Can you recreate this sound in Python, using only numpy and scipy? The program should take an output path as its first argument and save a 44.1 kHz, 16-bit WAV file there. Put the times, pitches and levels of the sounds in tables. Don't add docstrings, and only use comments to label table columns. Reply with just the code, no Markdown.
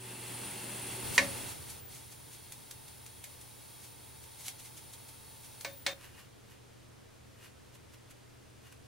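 import sys
import numpy as np
from scipy import signal
from scipy.fft import rfft, irfft, next_fast_len
from scipy.io import wavfile
from scipy.ndimage import map_coordinates

SR = 44100
rng = np.random.default_rng(int(sys.argv[2]) if len(sys.argv) > 2 else 0)


def materialize(psi):
    bounded = np.clip(np.atleast_2d(psi).T, -1, 1)
    quanta = np.round(bounded * 32767).astype(np.int16)
    wavfile.write(sys.argv[1], SR, quanta)


N = 391146

# frequency in Hz, seconds to fade by 60 dB.
ECHO_TIMES = [(200, .35), (600, 0.23), (4000, 0.18), (12000, .12)]
# frequency in Hz, average level in dB.
MOTOR_TONES = [(120, -64), (204, -79.5), (283, -80), (472, -80.5)]

# frequency in Hz, relative level in dB.
AIR_COLOUR = [(25, -14.5), (50, -19.5), (70, -12), (150, -10.5), (185, -15.5), (420, -14.5), (800, -20),
              (2400, -23.5), (4000, -25.5), (7000, -29), (11500, -34), (13500, -38), (15500, -38)]
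SUGAR_COLOUR = [(300, -11), (1200, -6), (2200, -6), (3200, 0.5), (4500, -2.5), (6500, 0.5), (9500, 2),
                (12000, -1), (15500, -11.5)]
RUB_COLOUR = [(300, -3), (600, -13), (1100, -1.5), (2400, -4), (3600, -4.5), (8000, -12.5)]
CRACK_COLOUR = [(100, -8), (220, -6), (400, -2), (750, 1.5), (1050, 0), (1300, -4.5), (1700, 1.5),
                (2400, 0), (4400, -3), (6500, -6.5), (9500, -13.5), (15000, -27)]
HISS_COLOUR = [(200, -18), (700, -6), (1400, -5.5), (3500, -2), (5800, 0), (8200, -2), (9800, 3.5),
               (11500, 0.5), (14000, -1.5), (15500, 1.5)]
FLAME_COLOUR = [(25, -14), (55, -10), (80, -3), (210, 1), (400, -5), (550, -6), (900, -10), (1400, -8.5),
                (2800, -8), (6300, -13.5), (9800, -9.5), (12500, -15), (15500, -15)]

# frequency in Hz, width in Hz, boost in dB (minus cuts).
DUCT_PEAKS = [(74, 13.3, 9.5), (95, 20, 9), (119, 7.3, -6), (144.5, 9.8, 5)]
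LOW_JET_PEAKS = [(9030, 70, 9.5), (9350, 170, 4)]
SNAP_PEAKS = [(2200, 260, 6.5), (4470, 400, 4), (6400, 500, 1.5), (8760, 460, -6)]
BLADE_PEAKS = [(1030, 120, 7.5), (1550, 100, 7), (1860, 110, 10), (2520, 61, 11), (2845, 62, 15)]
GAP_PEAKS = [(888, 77, 17), (2130, 170, 7), (2610, 200, 5.5), (3320, 110, 9.5), (3830, 52, 12),
             (4370, 120, 9.5), (5200, 120, 4.5), (7300, 101, 4), (8700, 85, 5.5), (9040, 45, 13.5),
             (9660, 166, 9.5), (10500, 150, 3)]
JET_PEAKS = [(375, 21, 10), (890, 103, 8), (2074, 36, 6.5), (2710, 135, 6.5), (3360, 100, 5.5),
             (4340, 120, 5), (7700, 90.6, 8), (8830, 72, 2), (9360, 31, 19.5), (9600, 68, 11.5),
             (10100, 40.5, 2), (10300, 60, 7), (10530, 120, 7), (11130, 49, 7)]

# frequency in Hz, level of the sides against the middle in dB.
AIR_WIDTH = [(60, -17), (110, -5), (200, 6.5), (380, 4), (700, 2), (1290, -1.5), (2380, -4.5), (4400, -6.5),
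             (8120, -1), (15000, -1)]
SPATULA_WIDTH = [(200, -11), (700, -19), (2400, -13.5), (4400, -10), (8000, -4.5), (15000, 1)]
HISS_WIDTH = [(60, -16), (110, -10), (200, -7), (380, 6), (700, -17.5), (1290, -1), (2380, -26),
              (4400, -9.5), (8120, -1), (15000, 2)]
FLAME_WIDTH = [(60, -32), (110, -32.5), (200, -11), (380, -4.5), (700, -4), (1290, -1.5), (2380, -12.5),
               (4400, -8.5), (8120, -2.5), (15000, 1)]

# start in seconds, end in seconds, level in dB.
WHISTLES = [(1.798, 1.892, -50), (5.63, 5.94, -56)]
# time in seconds, strength in dB.
LUMPS = [(2.5217, -34), (2.7102, -34), (2.8799, -40), (3.0624, -38), (3.24, -31), (3.4121, -41),
         (4.4812, -21), (5.6087, -32)]
# loudest moment in seconds, level in dB, length in seconds.
SUGAR_PUSHES = [(1.155, -37.5, 0.041), (1.493, -46.5, .08), (1.703, -44.5, 0.036), (1.95, -50, 0.089),
                (2.124, -51, 0.036), (2.338, -50.5, 0.048), (3.842, -52.5, 0.057), (4.240, -51.5, 0.027),
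                (4.406, -49, 0.042), (4.465, -42.5, .042), (4.600, -49.5, .028), (4.657, -49, .037),
                (4.777, -47.5, 0.026), (4.937, -45, 0.015), (5.090, -50.5, .021), (5.448, -51.5, 0.036)]
SYRUP_SLIDES = [(6.047, -54, 0.077), (6.199, -55, .083), (6.522, -60.5, .07), (7.450, -55.5, 0.068),
                (7.753, -58, 0.022), (7.943, -60, 0.03), (8.113, -55.5, .015), (8.673, -61, .07),
                (8.727, -58, 0.0093)]
# frequency in Hz, seconds to fade by 60 dB,
# level in dB when struck through sugar, level in dB when struck on bare metal.
WOK_TONES = [(191.7, 0.36, -30.5, -49), (263, 0.27, -28.5, -51.5), (315, 0.31, -38, -45),
             (551, 0.39, -31, -31), (570, 0.26, -29.5, -42), (652, 0.16, -33, -44), (731, 0.18, -42, -41),
             (1010, 0.074, -40, -52), (1118, 0.21, -41.5, -46), (1527, 0.095, -31.5, -39),
             (1737, 0.11, -20, -44), (1785, 0.25, -47.5, -40), (1860, 0.054, -14, -48),
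             (2040, 0.21, -32.5, -59), (2150, 0.066, -16.5, -53), (2200, 0.119, -23, -36),
             (2410, 0.059, -16, -38), (2690, 0.15, -30.5, -59.5), (3040, .11, -36, -58),
             (3640, 0.45, -64.5, -37), (3820, 0.12, -48, -36), (3920, 0.079, -30.5, -46),
             (4175, 0.13, -57.5, -43), (4230, 0.075, -55, -26), (4620, 0.2, -55, -44),
             (4600, 0.046, -26, -50), (5450, 0.071, -61.5, -55), (5730, .11, -46, -42.5),
             (6220, 0.13, -40, -47), (6900, .07, -36, -63.5), (8380, 0.097, -46, -50)]
# start in seconds, level in dB, how bare the metal is from 0 to 1,
# relative level of the crack in dB, seconds until the ringing is cut short.
KNOCKS = [(1.179, 2.5, 0.07, -23, .4), (3.241, -34.5, 0.1, -24, 0.037), (5.6473, -7, 0.64, -29, .1),
          (5.8642, -2, 0.88, -24, 0.07)]

HISS_IN_S, HISS_ATTACK_S, SETTLE_S = 1.058, 0.055, 1.01
TOP_HZ = 15800


def amp(db):
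    return 10 ** (np.asarray(db) / 20)


def unit(x):
    return x / np.sqrt(np.mean(x ** 2) + 1e-20)


def clock():
    return np.arange(N) / SR


def along(points, hz):
    frequencies, values = np.transpose(points)
    return np.interp(np.log(hz + 1), np.log(frequencies + 1), values)


def wobble(rate):
    return map_coordinates(rng.standard_normal(int(N * rate / SR) + 4), [clock() * rate])


def held(start, end, attack, release):
    t = clock()
    return np.exp(-np.clip(np.maximum((start - t) / attack, (t - end) / release), 0, 20))


def filtered(x, response):
    n = x.shape[-1]
    padded = next_fast_len(n + 8192)
    return irfft(rfft(x, padded) * response(np.fft.rfftfreq(padded, 1 / SR)), padded)[..., :n]


def coloured(x, colour, peaks=()):
    def boost(hz):
        return 1 + sum((amp(db) ** 2 - 1) / (1 + (2 * (hz - centre) / width) ** 2)
                       for centre, width, db in peaks)
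    return filtered(x, lambda hz: amp(along(colour, hz)) * np.sqrt(np.abs(boost(hz))))


def stereo(pair, width):
    side = filtered(pair[1], lambda hz: amp(along(width, hz)))
    return np.array([pair[0] + side, pair[0] - side])


def rush(colour, peaks, width):
    return unit(stereo(coloured(rng.standard_normal((2, N)), colour, peaks), width))


def loud_start(db):
    excess = np.clip(1 - (clock() - HISS_IN_S) / SETTLE_S, 0, 1)
    return held(HISS_IN_S, np.inf, HISS_ATTACK_S, SETTLE_S) * amp(db * excess)


def kitchen_echo(x):
    hz, t, spectrum = signal.stft(rng.standard_normal((2, SR // 2)), SR, nperseg=256)
    fade = amp(-60 * t / along(ECHO_TIMES, hz)[:, None])
    tail = signal.istft(spectrum * fade, SR, nperseg=256)[1]
    delayed = np.pad(x, ((0, 0), (round(.006 * SR), 0)))
    return signal.fftconvolve(delayed, tail / np.linalg.norm(tail[0]), axes=1)[:, :N]


def fan():
    strength = np.maximum(amp(-66), amp(-56.5) * loud_start(db=12))
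    air = strength * rush(AIR_COLOUR, DUCT_PEAKS + LOW_JET_PEAKS, AIR_WIDTH)
    hum = np.zeros(N)
    for hz, db in MOTOR_TONES:
        tone = np.sqrt(2) * np.sin(2 * np.pi * hz * clock() + 0.28 * wobble(3.2))
        hum += tone * amp(db + 0.96 * wobble(9))
    return air + hum * (1 + amp(flame_db() + 49.5))


def whistle(pitch_hz=15090, width_hz=45, edge_s=.008):
    noise = rng.standard_normal((2, N))
    band = filtered(noise, lambda hz: 1 / (1 + (2 * (hz - pitch_hz) / width_hz) ** 2))
    return unit(band) * sum(amp(db) * held(start, end, edge_s, edge_s) for start, end, db in WHISTLES)


def grains(colour, peaks, per_second, friction):
    cracks = (rng.random(N) < per_second / SR) * rng.standard_normal((2, N))
    noise = unit(cracks) + friction * rng.standard_normal((2, N))
    return unit(stereo(coloured(noise, colour, peaks), SPATULA_WIDTH))


def stroke(s, length, rise):
    return held(s, s, rise * length, (1 - rise) * length)


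def lumps():
    out = np.zeros(N)
    hardest_db = max(db for s, db in LUMPS)
    for s, db in LUMPS:
        at = s + .0016
        click_db = -31.5 + 1.3 * (db - hardest_db)
        crumble_db = min(db - 9, -42.5)
        out += amp(click_db) * held(at, at, attack=.0002, release=.0008)
        out += amp(crumble_db) * held(at, at, attack=.0024, release=.0095)
    return out


def stirring():
    crystals = grains(SUGAR_COLOUR, SNAP_PEAKS, per_second=8000, friction=1.1)
    wood = grains(RUB_COLOUR, BLADE_PEAKS, per_second=900, friction=0.94)
    pushes = sum(amp(db) * stroke(s, length, rise=.4) for s, db, length in SUGAR_PUSHES)
    out = (lumps() + pushes) * crystals
    for s, db, length in SYRUP_SLIDES:
        grit = amp(3.5 - 87 * length) * crystals
        out += amp(db) * stroke(s, length, rise=.6) * (wood + grit)
    return out


def knocks():
    out = np.zeros((2, N + SR))
    t = np.arange(SR // 2) / SR
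    hz, fade_s, sugar_db, metal_db = np.transpose(WOK_TONES)[:, :, None]
    swell_s = 0.00042 + 0.034 / (1 + (hz / 750) ** 6)
    ring_shape = amp(-60 * t / fade_s) * (1 - np.exp(-t / swell_s))
    crack_shape = amp(-60 * t / 0.038) + amp(-9.5 - 60 * t / 0.26)
    for s, db, bare, crack_db, ring_s in KNOCKS:
        phase = 1.17 * rng.standard_normal(hz.shape)
        lead = rng.choice([-1, 1], hz.shape) * np.pi / 2
        waves = np.sin(2 * np.pi * hz * t + np.array([phase, phase + lead]))
        tone_db = sugar_db + bare * (metal_db - sugar_db)
        ring = (amp(tone_db) * ring_shape * waves).sum(1)
        crack = unit(coloured(rng.standard_normal((2, len(t))), CRACK_COLOUR)) * crack_shape
        cut_short = amp(-60 * np.maximum(t - ring_s, 0) / 0.023)
        start = round(s * SR)
        out[:, start:start + len(t)] += amp(db) * (ring + amp(crack_db) * crack) * cut_short
    bass_cut = signal.butter(2, 260, "highpass", fs=SR, output="sos")
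    return signal.sosfilt(bass_cut, stereo(out[:, :N], SPATULA_WIDTH))


def flame_db(crest_s=0.9, drop_s=1.52):
    t = clock()
    swell_db = -40.5 - 3.5 * np.abs(t - crest_s)
    since_drop = np.maximum(t - drop_s, 0)
    drop_db = 13 * np.minimum(since_drop / .03, 1)
    return swell_db - drop_db - 13.5 * since_drop


def burner(flutter_db=.45, turn_down_s=5.63, sink_db_per_s=27):
    t = clock()
    fade_in = 1 - .5 * np.exp(-t / 0.092)
    flame_gain = fade_in * amp(flame_db() + flutter_db * wobble(13))
    flame = flame_gain * rush(FLAME_COLOUR, JET_PEAKS, FLAME_WIDTH)
    dip_db = 26 * np.exp(-((t - 1.85) / .033) ** 2)
    hiss_db = -52.5 - sink_db_per_s * np.maximum(t - turn_down_s, 0) - dip_db
    hiss_gain = loud_start(db=11) * amp(hiss_db + flutter_db * wobble(16))
    return flame + hiss_gain * rush(HISS_COLOUR, GAP_PEAKS, HISS_WIDTH)


def scene():
    blows, sugar = knocks(), stirring()
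    return burner() + whistle() + fan() + blows + sugar + kitchen_echo(amp(-13) * blows + amp(-8) * sugar)


def record(dry):
    return filtered(dry, lambda hz: hz < TOP_HZ)


dry = scene()
out = record(dry)
materialize(out)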